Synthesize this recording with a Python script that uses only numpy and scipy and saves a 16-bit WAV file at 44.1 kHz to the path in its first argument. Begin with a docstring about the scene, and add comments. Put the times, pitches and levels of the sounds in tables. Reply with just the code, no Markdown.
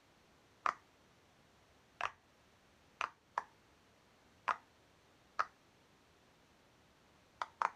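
"""Soft hiss runs throughout, dipping briefly near 2.15 s and 3.19 s: shaped noise.
Fingers push in the bubbles of a silicone pop-it toy on a wooden table, one to three at a time:
two at 0.7 s, three at 2.0 s, two at 3.0 s, one at 3.4 s, three at 4.5 s, two at 5.4 s, one at 7.4 s, two at 7.6 s.
In each pop faint noise swells, the skin snaps as a noisy click, and air pocket, wall, dome and rim ring as damped sines.
Table and nearby things reflect it and a small quiet room lets it die away: decaying noise as echo pattern."""
import sys
import numpy as np
from scipy import signal
from scipy.fft import rfft, irfft
from scipy.io import wavfile

SR = 44100
rng = np.random.default_rng(int(sys.argv[2]) if len(sys.argv) > 2 else 0)


def to_wav(s):
    """Save 16-bit WAV."""
    ch = np.atleast_2d(s).T  # columns
    pcm = np.round(np.clip(ch, -1, 1) * 32767)  # PCM
    wavfile.write(sys.argv[1], SR, pcm.astype(np.int16))


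N = 341775


def undb(db):
    """Decibels to amplitude gain."""
    return 10 ** (np.asarray(db) / 20)


def fade(t, t60_s):
    """Exponential decay that loses 60 dB in t60_s."""
    return np.exp(-np.log(1000) * t / t60_s)


def log_bins(size):
    """Log frequency of each transform bin, offset by 1 Hz to keep DC finite."""
    return np.log(np.fft.rfftfreq(size, 1 / SR) + 1)


def gains(points, size):
    """Spectrum points interpolated over log frequency to gains on the transform bins."""
    hz, db = np.transpose(points)
    return undb(np.interp(log_bins(size), np.log(hz), db))


def add(track, start_s, sound):
    """Mix a sound into the track from start_s, cut at the track end."""
    i = int(start_s * SR)
    track[i:i + len(sound)] += sound[:len(track) - i]


# background spectrum, shape only: (frequency [Hz], relative density [dB per Hz])
HISS_SPECTRUM = [(22, -17.5), (45, -7.5), (75, 0), (105, -1.5), (400, -5), (1000, -8.5), (2600, -14.5),
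                 (4400, -18), (4900, -22.5), (5900, -20), (7600, -27), (9400, -30.5), (10500, -34),
                 (14000, -34.5)]
# centres of the background dips: (time [s])
DIP_TIMES_S = [2.15, 3.19]
HISS_RMS_DB = -68
DIP_DB, DIP_WIDTH_S = -3.5, 0.11


def hiss():
    """Steady Gaussian noise with a shaped spectrum; its level dips briefly twice."""
    noise = irfft(rfft(rng.standard_normal(N)) * gains(HISS_SPECTRUM, N), N)
    t = np.arange(N) / SR
    dips = sum(np.exp(-((t - s) / DIP_WIDTH_S) ** 2) for s in DIP_TIMES_S)
    return noise / np.std(noise) * undb(HISS_RMS_DB + DIP_DB * dips)


# room bands: (centre [Hz], relative level of reflections and tail [dB], tail t60 [s])
ROOM_BANDS = [(99, 16, 0.32), (366, 6, 0.27), (600, 0, 0.12), (810, 0.5, 0.28), (900, -0.5, 0.34),
              (994, -3, 0.23), (1370, -2, 0.19), (1870, 1.5, 0.28), (2650, -4.5, 0.17), (3640, -1.5, 0.24),
              (5460, 3.5, 0.17), (6250, 2, 0.27), (11600, 11, 0.16)]
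EARLY_DB, EARLY_T60_S, TAIL_DB, FIRST_ECHO_S = -34.0, 0.068, -38.0, 0.0025


def room():
    """Impulse response: dense reflections from table and nearby things, plus a tail decaying by band."""
    t = np.arange(SR // 2) / SR
    bins = log_bins(len(t))
    centres = np.log([row[0] for row in ROOM_BANDS])
    late, early = rfft(rng.standard_normal((2, len(t))))
    response = np.zeros(len(t))
    # each unit row makes one triangular band; neighbours crossfade
    for (_, db, t60_s), share in zip(ROOM_BANDS, np.eye(len(ROOM_BANDS))):
        band = undb(db) * np.interp(bins, centres, share)
        response += undb(TAIL_DB) * irfft(band * late, len(t)) * fade(t, t60_s)
        response += undb(EARLY_DB) * irfft(band * early, len(t)) * fade(t, EARLY_T60_S)
    return np.concatenate([np.zeros(int(FIRST_ECHO_S * SR)), response])


def click(points, size=1024):
    """Minimum-phase click: the most compact causal pulse with the given spectrum."""
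    cepstrum = irfft(np.log(gains(points, size)))
    # fold the cepstrum onto positive time
    cepstrum[1:size // 2] *= 2
    cepstrum[size // 2 + 1:] = 0
    return irfft(np.exp(rfft(cepstrum)))


# spectrum of the buckling skin's snap: (frequency [Hz], relative level [dB])
SNAP_SPECTRUM = [(70, 10), (250, -12.5), (500, -23.5), (1000, -14.5), (2000, 8), (2800, -2), (3150, -1),
                 (3600, -3), (5000, -5.5), (6000, -6), (7500, -20.5), (10000, -32.5), (14000, -59.5)]
SNAP_DB = -21.5
LEAD_IN_DB, LEAD_IN_T60_S = -19, 0.012  # re jolt
RUB_DB, RUB_T60_S = -8.5, 0.0075  # re jolt


def snap(t):
    """A faint noise swells just before the jolt of the skin, then silicone rubs on the fingertip."""
    size = len(t)
    lead_in = undb(LEAD_IN_DB) * rng.standard_normal(size) * fade(t, LEAD_IN_T60_S)
    jolt = undb(RUB_DB) * rng.standard_normal(size) * fade(t, RUB_T60_S)
    jolt[0] += 1
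    # reversed decay: a swell
    excitation = np.concatenate([lead_in[::-1], jolt])
    return undb(SNAP_DB) * signal.fftconvolve(excitation, click(SNAP_SPECTRUM))[:2 * size]


def mode(t, hz, t60_s, rise_s):
    """Damped vibration that builds up while the dome flips over."""
    return -np.sin(2 * np.pi * hz * t) * fade(t, t60_s) * (1 - np.exp(-t / rise_s))


def pocket_swell(t, pocket):
    """Faint pocket-pitched noise swelling up to the snap: reversed decay through the pocket's ring."""
    swell = undb(-48.0) * rng.standard_normal(len(t)) * fade(t, t60_s=0.046)
    return np.append(signal.fftconvolve(swell[::-1], pocket), 0)


# silicone is well damped: wall, dome and rim ring only briefly
POCKET_T60_S, DOME_T60_S, RIM_T60_S = 0.0088, 0.0092, 0.0055
WALL_HZ, WALL_T60_S = 739, 0.014
# levels re push at the usual pitches
USUAL_POCKET_HZ, USUAL_WALL_DB, WALL_DB_PER_OCTAVE = 1195, -14.5, 33
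USUAL_DOME_HZ, USUAL_DOME_DB, DOME_DB_PER_OCTAVE = 1615, -15, -9.5


def pop(pocket_db, pocket_hz, dome_hz, rim_db, rim_hz, size=2048):
    """One bubble: faint noise swells, the dome snaps through at the middle, four damped modes ring."""
    t = np.arange(size) / SR
    # a tighter, higher pocket shakes the wall more; a stiffer, higher dome swings less
    wall_db = USUAL_WALL_DB + WALL_DB_PER_OCTAVE * np.log2(pocket_hz / USUAL_POCKET_HZ)
    dome_db = USUAL_DOME_DB + DOME_DB_PER_OCTAVE * np.log2(dome_hz / USUAL_DOME_HZ)
    pocket = undb(pocket_db) * mode(t, pocket_hz, POCKET_T60_S, rise_s=0.0013)
    wall = undb(wall_db) * mode(t, WALL_HZ, WALL_T60_S, rise_s=0.0074)
    dome = undb(dome_db) * mode(t, dome_hz, DOME_T60_S, rise_s=0.0018)
    rim = undb(rim_db) * mode(t, rim_hz, RIM_T60_S, rise_s=0.00052)
    ring = np.concatenate([np.zeros(size), pocket + wall + dome + rim])
    skin = snap(t)
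    return ring + pocket_swell(t, pocket) - skin


RUMBLE_CUT_HZ = 76  # a bubble radiates next to nothing below


def radiate(x, corner_hz):
    """A source as small as a bubble sends out little bass: two first-order high-passes."""
    for hz in (corner_hz, RUMBLE_CUT_HZ):
        x = signal.sosfilt(signal.butter(1, hz, "high", fs=SR, output="sos"), x)
    return x


# bubbles; a better seal on the table makes the air pocket louder:
# (snap time [s], push level [dB], air pocket level re push [dB], air pocket [Hz], dome [Hz],
#  rim level re push [dB], rim [Hz])
BUBBLES = [ (0.6613, 0.5, -5, 1210, 1680, -21, 2470), (0.6892, -0.5, -5.5, 1193, 1810, -28, 2500),
           (2.008, -3, -17.5, 1330, 1585, -16.5, 2600), (2.035, 0.5, -12.5, 1040, 1650, -28, 2550),
           (2.0541, -1, -10, 1194, 1990, -17, 2590), (3.0112, 1, -17.5, 1040, 1253, -16, 2555),
           (3.0398, -5.5, -4.5, 1164, 1350, -19.5, 2660), (3.3780, 0, -7.5, 1017, 1650, -31.5, 2530),
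           (4.4802, -1, -11, 1060, 1620, -18, 2450), (4.4906, -1.5, -5, 1037, 1320, -24, 2570),
           (4.508, -0.5, -6.5, 1265, 2010, -21.5, 2480), (5.3940, 0.5, -10, 1260, 1620, -25, 2320),
           (5.404, -1, -4, 1277, 1800, -26, 2500), (7.4166, 1, -11, 1000, 1256, -27.5, 3350),
           (7.6170, -0.5, -4, 1060, 1230, -24, 2320), (7.6502, 1.5, -4.5, 1025, 1264, -22.5, 2330), ]
# bass thins as the hand works up to the narrow top of the toy
FIRST_CORNER_HZ, LAST_CORNER_HZ = 150, 720


def pops():
    """Each dome sits at its own place under the hand, so each draws its own reflections."""
    track = np.zeros(N)
    for snap_s, push_db, pocket_db, pocket_hz, dome_hz, rim_db, rim_hz in BUBBLES:
        corner_hz = np.interp(snap_s, [0, N / SR], [FIRST_CORNER_HZ, LAST_CORNER_HZ])
        bubble = pop(pocket_db, pocket_hz, dome_hz, rim_db, rim_hz)
        direct = undb(push_db) * radiate(bubble, corner_hz)
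        start_s = snap_s - len(direct) / 2 / SR
        add(track, start_s, direct)
        add(track, start_s, signal.fftconvolve(direct, room()))
    return track


def scene():
    """Close pops with their reflections over the hiss, one channel."""
    return (pops() + hiss())[None]


TOP_HZ = 14500


def record(dry):
    """The phone cuts the highest treble: steep elliptic low-pass."""
    return signal.sosfilt(signal.ellip(8, .2, 70, TOP_HZ, fs=SR, output="sos"), dry)


dry = scene()
out = record(dry)
to_wav(out)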